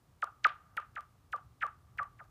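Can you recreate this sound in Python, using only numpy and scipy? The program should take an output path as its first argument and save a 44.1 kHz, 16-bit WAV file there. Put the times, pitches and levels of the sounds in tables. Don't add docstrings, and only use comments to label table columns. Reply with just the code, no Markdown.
import sys
import numpy as np
from scipy import signal
from scipy.fft import rfft, irfft, next_fast_len
from scipy.io import wavfile

SR = 44100
rng = np.random.default_rng(int(sys.argv[2]) if len(sys.argv) > 2 else 0)


def transcribe(u):
    v = np.clip(np.atleast_2d(u).T, -1, 1)
    q = np.round(v * 32767).astype(np.int16)
    wavfile.write(sys.argv[1], SR, q)


N = 101430
SOUND_M_PER_S = 335
DISPERSION = 0.4
TOP_HZ = 15500


def stone():
    # time in seconds, distance in m, pitch in Hz at which the ice wave
    stone_path = [(0.238, 10.6, 1164, 2.5), (0.458, 12.12, 1175, 2.5), (.8, 14.2, 1180, 3.5),
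                  (1.0, 16.36, 1173, 7.5), (1.358, 18.1, 1158, 6), (1.661, 20.1, 1152, 5.5),
                  (2.03, 20.4, 1148, 4.5), (2.23, 21.5, 1195, 23)]
    # arrival of the click in seconds, relative level in dB,
    # contact time in ms, grit in dB, click over chirp in dB.
    touches = [(0.243, -19, 0.65, -18, 0), (0.458, -47.5, .6, -15.5, -7.5), (0.4644, -38, 0.7, -10, -28.5),
               (0.4693, -16.5, 0.16, -43, -2.5), (0.8, -29, 0.25, -13.5, -25),
               (0.8022, -38.6, 0.23, -3.5, 5), (0.9931, -31.5, 0.47, -11, -11.5),
               (1.0083, -34.5, 0.41, -16, 4), (1.3633, -22, .66, -20, -10),
               (1.3674, -36.5, 0.55, -11.5, -8.5), (1.6508, -40, 0.3, -15, 1),
               (1.6578, -31.5, 0.38, -29, -24), (1.6667, -23.5, .34, -25.5, -4.5),
               (2.025, -27.5, 0.41, -30, -16), (2.0321, -29, 0.4, -20, -0.5),
               (2.233, -38.5, 0.51, -19.5, -7), (2.242, -36.5, 0.43, -28, -6.5)]
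    # pitch in Hz, level in dB.
    wave_tone = [(60, -30.5), (250, -12.5), (500, -2), (800, 0.5)]
    # pitch in Hz, level in dB.
    click_tone = [(100, -28.5), (400, -17), (1200, -9.5), (4000, -3), (8000, -8.5), (15000, -17)]

    out = np.zeros(N)
    times, *columns = np.transpose(stone_path)
    for click_s, db, contact_ms, grit_db, click_db in touches:
        metres, ice_hz, fade_db = [np.interp(click_s, times, column) for column in columns]
        falling = chirp(metres, ice_hz)
        fade = amp(np.linspace(0, -fade_db, len(falling)))
        wave = np.zeros(SR // 4)
        add(wave, 0, falling * fade)
        add(wave, 0, edge_wave(metres, ice_hz))
        wave = amp(db) * colour(force(wave, contact_ms, grit_db), wave_tone)

        start_s = click_s - len(falling) / SR
        click = colour(signal.unit_impulse(len(wave), len(falling)), click_tone)
        add(out, start_s, wave + amp(db + click_db) * click)
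        add(out, start_s, signal.fftconvolve(wave, scatter()))
    return out


def chirp(metres, ice_hz):
    # pitch in Hz, level in dB.
    chirp_tone = [(1170, -3), (1250, 0), (1450, 2), (1800, 1.5), (2500, -4), (4000, -11), (7000, -17),
                  (14000, -40)]
    height_m = 1.6

    hz = np.geomspace(TOP_HZ, ice_hz + 1, 2000)
    slow = (ice_hz / hz) ** (1 - DISPERSION)
    air_m = height_m / np.sqrt(1 - slow ** 2)
    ice_m = metres - air_m * slow
    arrival_s = (ice_m * DISPERSION * slow + air_m) / SOUND_M_PER_S
    direct_s = np.hypot(metres, height_m) / SOUND_M_PER_S
    t = np.arange(int(direct_s * SR)) / SR
    return (t > arrival_s[0]) * sweep(np.interp(t, arrival_s, hz), chirp_tone)


def edge_wave(metres, ice_hz):
    # pitch in Hz, level in dB.
    edge_tone = [(220, -58), (400, -34.5), (600, -21), (900, -16), (1300, -17), (2500, -52)]
    shore_s = 0.005167

    hz = np.geomspace(edge_tone[-1][0], edge_tone[0][0], 500)
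    slow = (ice_hz / hz) ** (1 - DISPERSION)
    arrival_s = shore_s + metres * DISPERSION * slow / SOUND_M_PER_S
    t = np.arange(int(arrival_s[-1] * SR)) / SR
    fade_in = np.clip((t - arrival_s[0]) / 0.002, 0, 1)
    return fade_in * sweep(np.interp(t, arrival_s, hz), edge_tone)


def sweep(hz, points):
    turns = np.cumsum(hz) / SR
    return amp(along(points, hz)) * np.sin(2 * np.pi * (turns - turns[-1]))


def force(x, contact_ms, grit_db):
    # pitch in Hz, level in dB on top of the touch's grit.
    grit_tone = [(1200, -0.5), (3000, 1.5), (5000, -9), (7500, 2.5), (14000, 9)]

    m = next_fast_len(len(x) + 4096)
    hz = np.fft.rfftfreq(m, 1 / SR)
    cycles = hz * contact_ms / 1000
    push = (np.sinc(cycles - 0.5) + np.sinc(cycles + 0.5)) * np.pi / 4
    snap = 1j * amp(grit_db + along(grit_tone, hz))
    return irfft(rfft(x, m) * (push + snap), m)[:len(x)]


def scatter():
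    # pitch in Hz, level in dB.
    bank_tone = [(200, -26), (800, -11), (1300, -13.5), (2000, -18), (3000, -11.5), (6000, -16.5),
                 (12000, -21.5)]
    # pitch in Hz, level in dB.
    ring_tone = [(300, -50), (750, -22), (1000, -27), (1180, -28), (1400, -36), (2200, -41), (5000, -52)]
    bank_t60_s, bank_rise_s = 0.24, 0.0077
    echo_s, echo_spread_s, echo_db = 0.0474, 0.0061, -5.5
    ring_t60_s = 1.9

    t = np.arange(SR) / SR

    def burst(envelope):
        return envelope * rng.standard_normal(len(t)) / np.linalg.norm(envelope)

    banks = burst(amp(-60 * t / bank_t60_s) * (1 - np.exp(-t / bank_rise_s)))
    echo = burst(np.exp(-((t - echo_s) / echo_spread_s) ** 2))
    ring = burst(amp(-60 * t / ring_t60_s))
    return colour(banks + amp(echo_db) * echo, bank_tone) + colour(ring, ring_tone)


def shore_ticks():
    # start in seconds, level in dB ahead of trim and tone.
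    ticks = [(0.7688, -43.5), (0.7722, -48), (0.9537, -53.5), (1.3268, -48.5), (1.3318, -67),
             (1.6259, -52.5), (1.635, -49.5), (1.975, -54.5)]
    # pitch in Hz, level in dB.
    tick_tone = [(2000, 16), (6000, -3), (14000, 0.5)]
    trim_db, t60_s = -4.5, 0.0087

    out = np.zeros(N)
    t = np.arange(SR // 50) / SR
    for start_s, db in ticks:
        decay = amp(db + trim_db - 60 * t / t60_s)
        add(out, start_s, decay * rng.standard_normal(len(t)))
    return colour(out, tick_tone)


def fields():
    # pitch in Hz, relative level in dB.
    hush_tone = [(20, -46.5), (45, -17), (70, -6), (120, -6.5), (165, -15), (300, -16), (550, -21),
                 (750, -19), (950, -21.5), (1190, -19.5), (1500, -26.5), (2500, -31.5), (6000, -34.5),
                 (15000, -38.5)]
    # time in seconds, level in dB ahead of the trim.
    swells = [(0.0, -68.5), (0.11, -55.5), (0.15, -64), (1.43, -62.5), (1.45, -53.5), (1.68, -63.5),
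              (1.99, -55.5), (2.3, -61)]
    # pitch in Hz, relative level in dB.
    rumble_tone = [(20, -34.5), (45, -3.5), (70, -0.5), (120, 0.5), (170, -10), (350, -30), (900, -77)]
    hush_db, rumble_trim_db = -70.5, -5

    swell_db = np.interp(np.arange(N) / SR, *np.transpose(swells))
    hush = amp(hush_db) * noise(hush_tone)
    rumble = amp(swell_db + rumble_trim_db) * noise(rumble_tone)
    return hush + rumble


def amp(db):
    return 10 ** (np.asarray(db) / 20)


def along(points, hz):
    f, v = np.transpose(points)
    return np.interp(np.log(hz + 1), np.log(f + 1), v)


def colour(x, points):
    m = next_fast_len(len(x) + 4096)
    gain = amp(along(points, np.fft.rfftfreq(m, 1 / SR)))
    return irfft(rfft(x, m) * gain, m)[:len(x)]


def noise(points):
    x = colour(rng.standard_normal(N), points)
    return x / x.std()


def add(track, s, x):
    i = max(round(s * SR), 0)
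    track[i:i + len(x)] += x[:max(len(track) - i, 0)]


def scene():
    return (stone() + shore_ticks() + fields())[None]


def record(dry):
    m = next_fast_len(N + 4096)
    in_band = np.fft.rfftfreq(m, 1 / SR) < TOP_HZ
    return irfft(rfft(dry, m) * in_band, m)[:, :N]


dry = scene()
out = record(dry)
transcribe(out)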